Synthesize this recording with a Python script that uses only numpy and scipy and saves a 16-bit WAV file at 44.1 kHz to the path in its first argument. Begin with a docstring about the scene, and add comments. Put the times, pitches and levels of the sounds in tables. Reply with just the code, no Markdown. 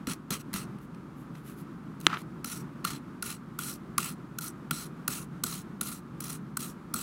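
"""Scratchy swipes of a small brass wire brush across a screw held in pliers, close by in a quiet workshop. Each
swipe is a slap of wire ticks, then a drag of ticks and pings; screw and pliers colour both, the hand thuds.
Stray tufts flick, and after a long rebound the brush lands a second time. The plastic brush head knocks on the
pliers (decaying modes), scrapes along them (filtered ticks) and bumps softly. Bristles rustle in faint swishes
over a low room rumble of filtered noise and a weak hum."""
import sys
import numpy as np
from scipy import signal
from scipy.fft import rfft, irfft, next_fast_len
from scipy.io import wavfile
from scipy.ndimage import uniform_filter1d, map_coordinates

SR = 44100
rng = np.random.default_rng(int(sys.argv[2]) if len(sys.argv) > 2 else 0)


def put_to_file(sound):
    """Save the sound as 16-bit audio at rate SR, in the file named by the first command-line argument."""
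    columns = np.atleast_2d(sound).T  # one column per channel
    safe = np.clip(columns, -1, 1)
    whole_steps = np.round(safe * 32767)
    wavfile.write(sys.argv[1], SR, whole_steps.astype(np.int16))


N = 309582

# The brush head hits the pliers, then bumps softly as it slips off.
# Each row: start in seconds, level in dB, brightness in dB per octave above 2 kHz.
HEAD_KNOCKS = [(2.067, 0, -0.5), (2.1712, -23.5, -11)]


def amp(db):
    """Decibels to a linear factor."""
    return 10 ** (np.asarray(db) / 20)


def unit(x):
    """Scale a signal to rms 1."""
    return x / np.sqrt(np.mean(x ** 2) + 1e-20)


def clock(length):
    """Sample times over a length in seconds."""
    return np.arange(max(int(length * SR), 8)) / SR


def along(points, hz):
    """Interpolate (Hz, value) points on a log frequency axis."""
    point_hz, values = np.transpose(points)
    return np.interp(np.log(hz + 1), np.log(point_hz), values)


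def brighter(hz, tilt_db):
    """A slope in dB per octave above 2 kHz, flat below."""
    return tilt_db * np.log2(np.maximum(hz, 2000) / 2000)


def wobble(size, rate):
    """A smooth random curve, rate knots a second."""
    knots = rng.standard_normal(int(size * rate / SR) + 4)
    return map_coordinates(knots, [np.arange(size) * rate / SR])


def add(track, s, x):
    """Mix x into the track at s seconds."""
    part = track[max(round(s * SR), 0):][:len(x)]
    part += x[:len(part)]


def colour(x, gain_db):
    """Causal minimum-phase filter with a given dB curve of frequency; keeps the energy of x."""
    size = 2 * next_fast_len(len(x) // 2 + 2048)
    cepstrum = irfft(np.log(amp(gain_db(np.fft.rfftfreq(size, 1 / SR)))))
    # folding the cepstrum onto positive times makes the filter causal
    cepstrum[1:size // 2] *= 2
    cepstrum[size // 2 + 1:] = 0
    y = irfft(rfft(x, size) * np.exp(rfft(cepstrum)))[:len(x)]
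    return unit(y) * np.sqrt(np.mean(x ** 2))


def resonance(centre_hz, width_hz):
    """The dB curve of one damped mode."""
    def curve(f):
        response = f * width_hz / (centre_hz ** 2 - f ** 2 + 1j * f * width_hz)
        return 20 * np.log10(np.abs(response) + 1e-6)
    return curve


def ticks(size, rate, spread_db):
    """Many tiny contacts at random moments and of random strength, rms 1."""
    hits = np.sqrt(rng.poisson(rate / SR, size))
    strength = amp(spread_db * rng.standard_normal(size))
    return unit(hits * rng.choice([-1, 1], size) * strength)


def swipes():
    """The first bristles slap the screw and rebound; then the brush drags across it and pushes the hand."""
    # Each row: start in seconds, slap level in dB, ring of the pliers in dB relative to the slap,
    # rebound in seconds, end of pressing and end of swipe in seconds after the start, drag level in dB,
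    # drag brightness in dB per octave, thud level in dB. Levels are faders ahead of each sound's own trims.
    strokes = [(0.07, -33, -9, .005, 0.048, 0.076, -38, -1, -33),
               (0.3051, -28, -14.5, 0.0028, 0.047, 0.078, -37, 0, -35),
               (0.538, -29, -27, .005, 0.03, 0.1, -37.5, -0.5, -38.5),
               (2.444, -30, -7, 0.01, 0.081, 0.1671, -41, 1.5, -50.5),
               (2.848, -26, 1, 0.0084, 0.0582, 0.13, -39.5, -1, -46),
               (3.224, -28, -4.5, 0.0087, .1, .14, -40.5, 1.3, -51),
               (3.588, -30.5, -0.5, 0.0063, 0.12, 0.17, -38.5, 2.5, -49),
               (3.9797, -19.5, -1.5, 0.0065, 0.095, 0.15, -38, 1.2, -42),
               (4.385, -29.5, -5, .022, .095, 0.12, -40.5, 3, -59),
               (4.7089, -24, -2, .003, .11, 0.1614, -41, 1.3, -38),
               (5.0783, -21.5, -8, .008, 0.091, .16, -38.5, 2.5, -40),
               (5.4365, -21.5, -11, .008, 0.097, .18, -39.5, 2, -40.5),
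               (5.8105, -23.5, -12, 0.00674, 0.098, 0.18, -40, 2.5, -45),
               (6.204, -32, -13, 0.0067, 0.14, 0.17, -44.5, 2.5, -53),
               (6.5695, -25, -5.5, .022, 0.068, 0.15, -40, 3, -43.5),
               (6.939, -23.5, -6.5, 0.0086, 0.092, 0.16, -39.5, 3.5, -38.5)]
    slap_s, slap_tilt_db = .005, 1.12  # the slap is brighter than the drag by this many dB per octave
    out = np.zeros(N)
    for s, slap_db, ring_db, rebound, press, length, drag_db, tilt_db, thud_db in strokes:
        slap = tuft(slap_s, tilt_db + slap_tilt_db, ring_db)
        stroke = drag(press - rebound, length - rebound, tilt_db)
        add(out, s, amp(slap_db) * slap)
        add(out, s + rebound, amp(drag_db) * stroke)
        add(out, s + rebound, amp(thud_db) * thud(hz=169.3, width_hz=156, t60=0.26))
    return out


def tuft(length, tilt_db, ring_db, rate=16000, spread_db=2, trim_db=-1.0, quiver_db=-15, quiver_t60=0.05):
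    """A tuft lands within a few milliseconds: a tight burst of wire ticks, then the wires quiver."""
    t = clock(.04)
    landing = np.sqrt(np.abs(np.sin(np.pi * np.minimum(t / length, 1))))
    quiver = amp(quiver_db - 60 * np.abs(t - length) / quiver_t60)
    force = unit((landing + quiver) * ticks(len(t), rate, spread_db))
    force *= np.sqrt(length / t[-1])  # longer landings carry more energy
    return amp(trim_db) * on_metal(force, tilt_db, ring_db)


def drag(press, length, tilt_db, flutter_db=1.88, flutter_rate=220, lurch_db=1, lurch_rate=55):
    """The bristles grip, hold while the hand presses, then thin out as the brush leaves the screw."""
    grip_s, grip_rise_db = 0.018, 5.5  # it starts weak and grips
    ease_db, lift_db_per_s = 13.5, 904  # it weakens as the hand eases, then lifts off
    t = clock(length + .045)
    gripping_db = grip_rise_db * np.maximum(1 - t / grip_s, 0)
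    easing_db = ease_db * np.clip((t - press) / (length - press), 0, 1)
    lifting_db = lift_db_per_s * np.maximum(t - length, 0)
    # single wires flutter quickly, whole tufts lurch more slowly
    uneven_db = flutter_db * wobble(len(t), flutter_rate) + lurch_db * wobble(len(t), lurch_rate)
    level_db = uneven_db - gripping_db - easing_db - lifting_db
    return amp(level_db) * scrape(t, tilt_db, ring_db=-11.5)


def scrape(t, tilt_db, ring_db, grain_db=4.5, coarsening=0.82, count=4):
    """One row of bristles after another takes over, each with its own colour."""
    turn = t / t[-1] * (count - 1)
    spread_db = grain_db - coarsening * tilt_db  # tips that dig in sound both duller and more crackly
    out = np.zeros(len(t))
    for row in range(count):
        handover = np.cos(np.pi / 2 * np.clip(turn - row, -1, 1))
        wires = unit(ticks(len(t), 16000, spread_db) + amp(-7) * pings(len(t)))
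        out += handover * on_metal(wires, tilt_db, ring_db)
    return out


def pings(size, rate=600, pitch_hz=8500, spread=.33):
    """Single wires slip off an edge and ring briefly, each at its own pitch; rms 1."""
    count = int(rate * size / SR) + 1
    t, t60, spread_db = clock(.018), .024, 2.5
    start = rng.integers(0, size, (count, 1))
    pitch, strength = rng.standard_normal((2, count, 1))
    hz = np.minimum(pitch_hz * np.exp(spread * pitch), SR / 2)
    wires = amp(spread_db * strength - 60 * t / t60) * np.sin(2 * np.pi * hz * t)
    moments = start + np.arange(len(t))
    return unit(np.bincount(moments.ravel(), wires.ravel())[:size])  # sums overlapping pings


def on_metal(force, tilt_db, ring_db, vary_db=3.0, detune=.015, grip_detune=0.028):
    """Bristle force heard through the pliers; every contact point stirs their modes a little differently."""
    # Wire on metal. 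Each row: frequency in Hz, relative spectrum level in dB.
    wire_curve = [(100, 3), (600, -7.5), (1100, 6.5), (2000, 4), (3500, -1), (4900, -1.5), (7000, -0.5),
                  (9000, -2), (11000, -1), (12500, -3), (15500, -2.5)]
    # Resonances of screw and jaws. Each row: centre in Hz, width in Hz, lift in dB, before random variation.
    jaw_modes = [(2720, 530, 3.5), (3310, 340, 2.5), (4164, 465, 9), (5770, 650, 5.5), (6560, 380, 2),
                 (8095, 460, 7.5), (9700, 430, 7.5), (10480, 490, 4.5), (11630, 490, 5)]
    # Bending of the two arms of the pliers. Each row: centre in Hz before the grip shifts it,
    # width in Hz of the mode before it is cubed, relative level in dB.
    arm_modes = [(1195, 316, -3), (1403, 220, 4.5)]
    chance = rng.standard_normal((len(jaw_modes), 2))
    grip = 1 + grip_detune * rng.uniform(-1, 1)  # the squeeze of the hand shifts the pitch of the arms

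    def jaws(f):
        curve_db = along(wire_curve, f) + brighter(f, tilt_db)
        for (hz, width, db), (lift, shift) in zip(jaw_modes, chance):
            offset = 2 * (f - hz * (1 + detune * shift)) / width
            curve_db = curve_db + (db + vary_db * lift) / (1 + offset ** 2)
        return curve_db

    def arms(f):
        # three times the dB curve cubes the response: narrow peaks with steep skirts
        total = sum(amp(db + 3 * resonance(hz * grip, width)(f)) for hz, width, db in arm_modes)
        return 20 * np.log10(total + 1e-4)

    return colour(force, jaws) + amp(ring_db) * colour(force, arms)


def thud(hz, width_hz, t60, level_db=1.5, push_db=9, push_hz=215, push_s=0.0025):
    """The hand holding the pliers takes up the blow: one soft, damped push and a dull, dying shudder."""
    t = clock(0.12)
    mode = resonance(hz, width_hz)
    shudder = colour(rng.standard_normal(len(t)), lambda f: 2 * mode(f))  # the mode, squared
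    push = t / push_s * np.exp(1 - t / push_s) * np.sin(2 * np.pi * push_hz * t)
    return shudder * amp(level_db - 60 * t / t60) + amp(push_db) * push


def flicks():
    """Stray tufts catch on the metal or the fingers and spring free; after a long rebound the brush lands a
    second time."""
    # Each row: start in seconds, length in seconds, fader level in dB, brightness in dB per octave. # The rows
    # at 4.41 s and 6.603 s are the brush landing again after a long rebound.
    stray_tufts = [(0.134, 0.00313, -36.5, 2), (0.392, 0.028, -50, 1), (0.5302, 0.0048, -38, 1),
                   (0.7858, 0.0021, -55.5, 0), (0.9462, 0.00323, -53, -4.5), (1.35, 0.0077, -51, -7.5),
                   (2.002, .003, -43.5, 6), (2.009, 0.0085, -46, 3), (2.215, .0065, -52, 0),
                   (2.844, 0.00225, -34.5, -4.5), (4.41, .004, -36, 6), (6.239, 0.0079, -37, 4.5),
                   (6.296, 0.0098, -37.5, 5), (6.327, 0.0071, -39, 4.5), (6.603, .004, -35, 7)]
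    out = np.zeros(N)
    for s, length, db, tilt_db in stray_tufts:
        add(out, s, amp(db) * tuft(length, tilt_db, ring_db=-16.5))
    return out


def knock(crack_db=-19, crack_t60=0.013, attack=0.000073):
    """The hard brush head strikes the pliers and rings briefly; a softer blow is duller."""
    # Modes of the knock. Each row: frequency in Hz, relative level in dB, 60 dB decay time in seconds.
    head_modes = [(150, -33, .04), (320, -16, 0.025), (946, -8.5, 0.0054), (1303.9, -6.5, 0.011),
                  (1660, -12.5, 0.013), (2020, -11.5, 0.011), (3100, 0, 0.0046), (4020, -5.5, .006),
                  (5900, -12.5, 0.0062), (6660, -20.5, 0.0086), (7250, -15.5, 0.0085), (8300, -22.5, 0.006),
                  (9777, -24, 0.014)]
    out, t = np.zeros(N), clock(.08)
    ring = np.zeros(len(t))
    for k, (hz, db, t60) in enumerate(head_modes):
        ring += (-1) ** k * amp(db - 60 * t / t60) * np.sin(2 * np.pi * hz * t)
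    for s, db, tilt_db in HEAD_KNOCKS:
        noise = uniform_filter1d(rng.standard_normal(len(t)), size=2)
        crack = amp(crack_db - 60 * t / crack_t60) * noise
        blow = (ring + crack) * (1 - np.exp(-t / attack))
        add(out, s, amp(db) * colour(blow, lambda f: brighter(f, tilt_db)))
    return out


def slide(judder_db=2.5, judder_rate=190):
    """From the first knock to the second the plastic head sticks and slips along the steel."""
    # Plastic sliding on steel. Each row: frequency in Hz, relative spectrum level in dB.
    plastic_curve = [(200, -33), (600, -19.5), (950, -8.5), (1300, 1), (1550, -7), (1900, -10.5),
                     (2600, -15), (5400, -27), (10000, -38.5), (16000, -44.5)]
    level_db, swell_db = -35, 9  # swell_db is the depth of both swell and fade
    attack_s, release_s = .036, .02
    out, start, end = np.zeros(N), HEAD_KNOCKS[0][0], HEAD_KNOCKS[-1][0]
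    t = clock(2 * (end - start))
    swelling = np.maximum(1 - t / attack_s, 0)
    fading = np.maximum(1 + (start + t - end) / release_s, 0)  # keeps falling past the end
    pressure_db = level_db - swell_db * (swelling + fading) + judder_db * wobble(len(t), judder_rate)
    friction = amp(pressure_db) * ticks(len(t), rate=10000, spread_db=2.5)
    add(out, start, colour(friction, lambda f: along(plastic_curve, f)))
    return out


def rustle():
    """Fingers shift on the handle and loose bristles graze the pliers: each swish is a bell curve of ticks."""
    # Soft swishes of the brush turned in the hand, then of bristles grazing the pliers.
    # Each row: peak in seconds, length in seconds, relative level in dB, brightness in dB per octave.
    soft_swishes = [(0.832, 0.0344, -63, 0), (1.203, 0.056, -65.5, 1), (1.381, 0.057, -62.5, -3),
                    (1.493, 0.061, -53.5, 0), (1.598, 0.041, -56, 1.5), (2.057, 0.039, -52, -1),
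                    (2.195, 0.036, -52, -3)]
    # Loose bristles. Each row: frequency in Hz, relative spectrum level in dB.
    bristle_curve = [(500, -10.5), (2500, -0.5), (5000, -7), (8800, -6), (11300, 1.5), (13000, -4.5),
                     (16000, -5)]
    out, t = np.zeros(N), clock(.3)
    middle = t[-1] / 2
    for s, length, db, tilt_db in soft_swishes:
        bell = np.exp(-2 * ((t - middle) / length) ** 2)
        touch = bell * ticks(len(t), rate=7000, spread_db=4)
        swish = colour(touch, lambda f: along(bristle_curve, f) + brighter(f, tilt_db))
        add(out, s - middle, amp(db) * swish)
    return out


def workshop(level_db=-43, waver_db=1, hum_hz=63, hum_db=-65):
    """A low rumble of filtered noise, its level wavering slightly, with a weak hum of wavering phase."""
    # The workshop. Each row: frequency in Hz, relative spectrum level in dB.
    room_curve = [(22, -38.5), (42, -16.5), (90, -17.5), (150, 1.5), (220, -2), (330, -7), (480, -20),
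                  (700, -25.5), (1250, -18), (1900, -31), (3000, -38.5), (6000, -46.5), (11000, -50),
                  (16000, -55.5)]
    rumble = colour(rng.standard_normal(N), lambda f: along(room_curve, f))
    phase = 2 * np.pi * hum_hz * np.arange(N) / SR + wobble(N, rate=6.6)
    hum = np.sqrt(2) * np.sin(phase)
    return amp(level_db + waver_db * wobble(N, rate=14)) * rumble + amp(hum_db) * hum


def scene():
    """Brush, pliers and room at one close microphone."""
    return (swipes() + flicks() + knock() + slide() + rustle() + workshop())[None]


def record(dry, low_cut_hz=36, top_hz=15850):
    """The recorder thins the deepest bass, clips at full scale and cuts steeply above its band limit."""
    high_pass = signal.butter(2, low_cut_hz, "highpass", fs=SR, output="sos")
    thinned = signal.sosfilt(high_pass, dry)
    size = next_fast_len(N + SR // 2)
    hz = np.fft.rfftfreq(size, 1 / SR)
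    lowpass = 1 / (1 + (hz / top_hz) ** 160)
    return irfft(rfft(np.clip(thinned, -1, 1), size) * lowpass, size)[:, :N]


dry = scene()
out = record(dry)
put_to_file(out)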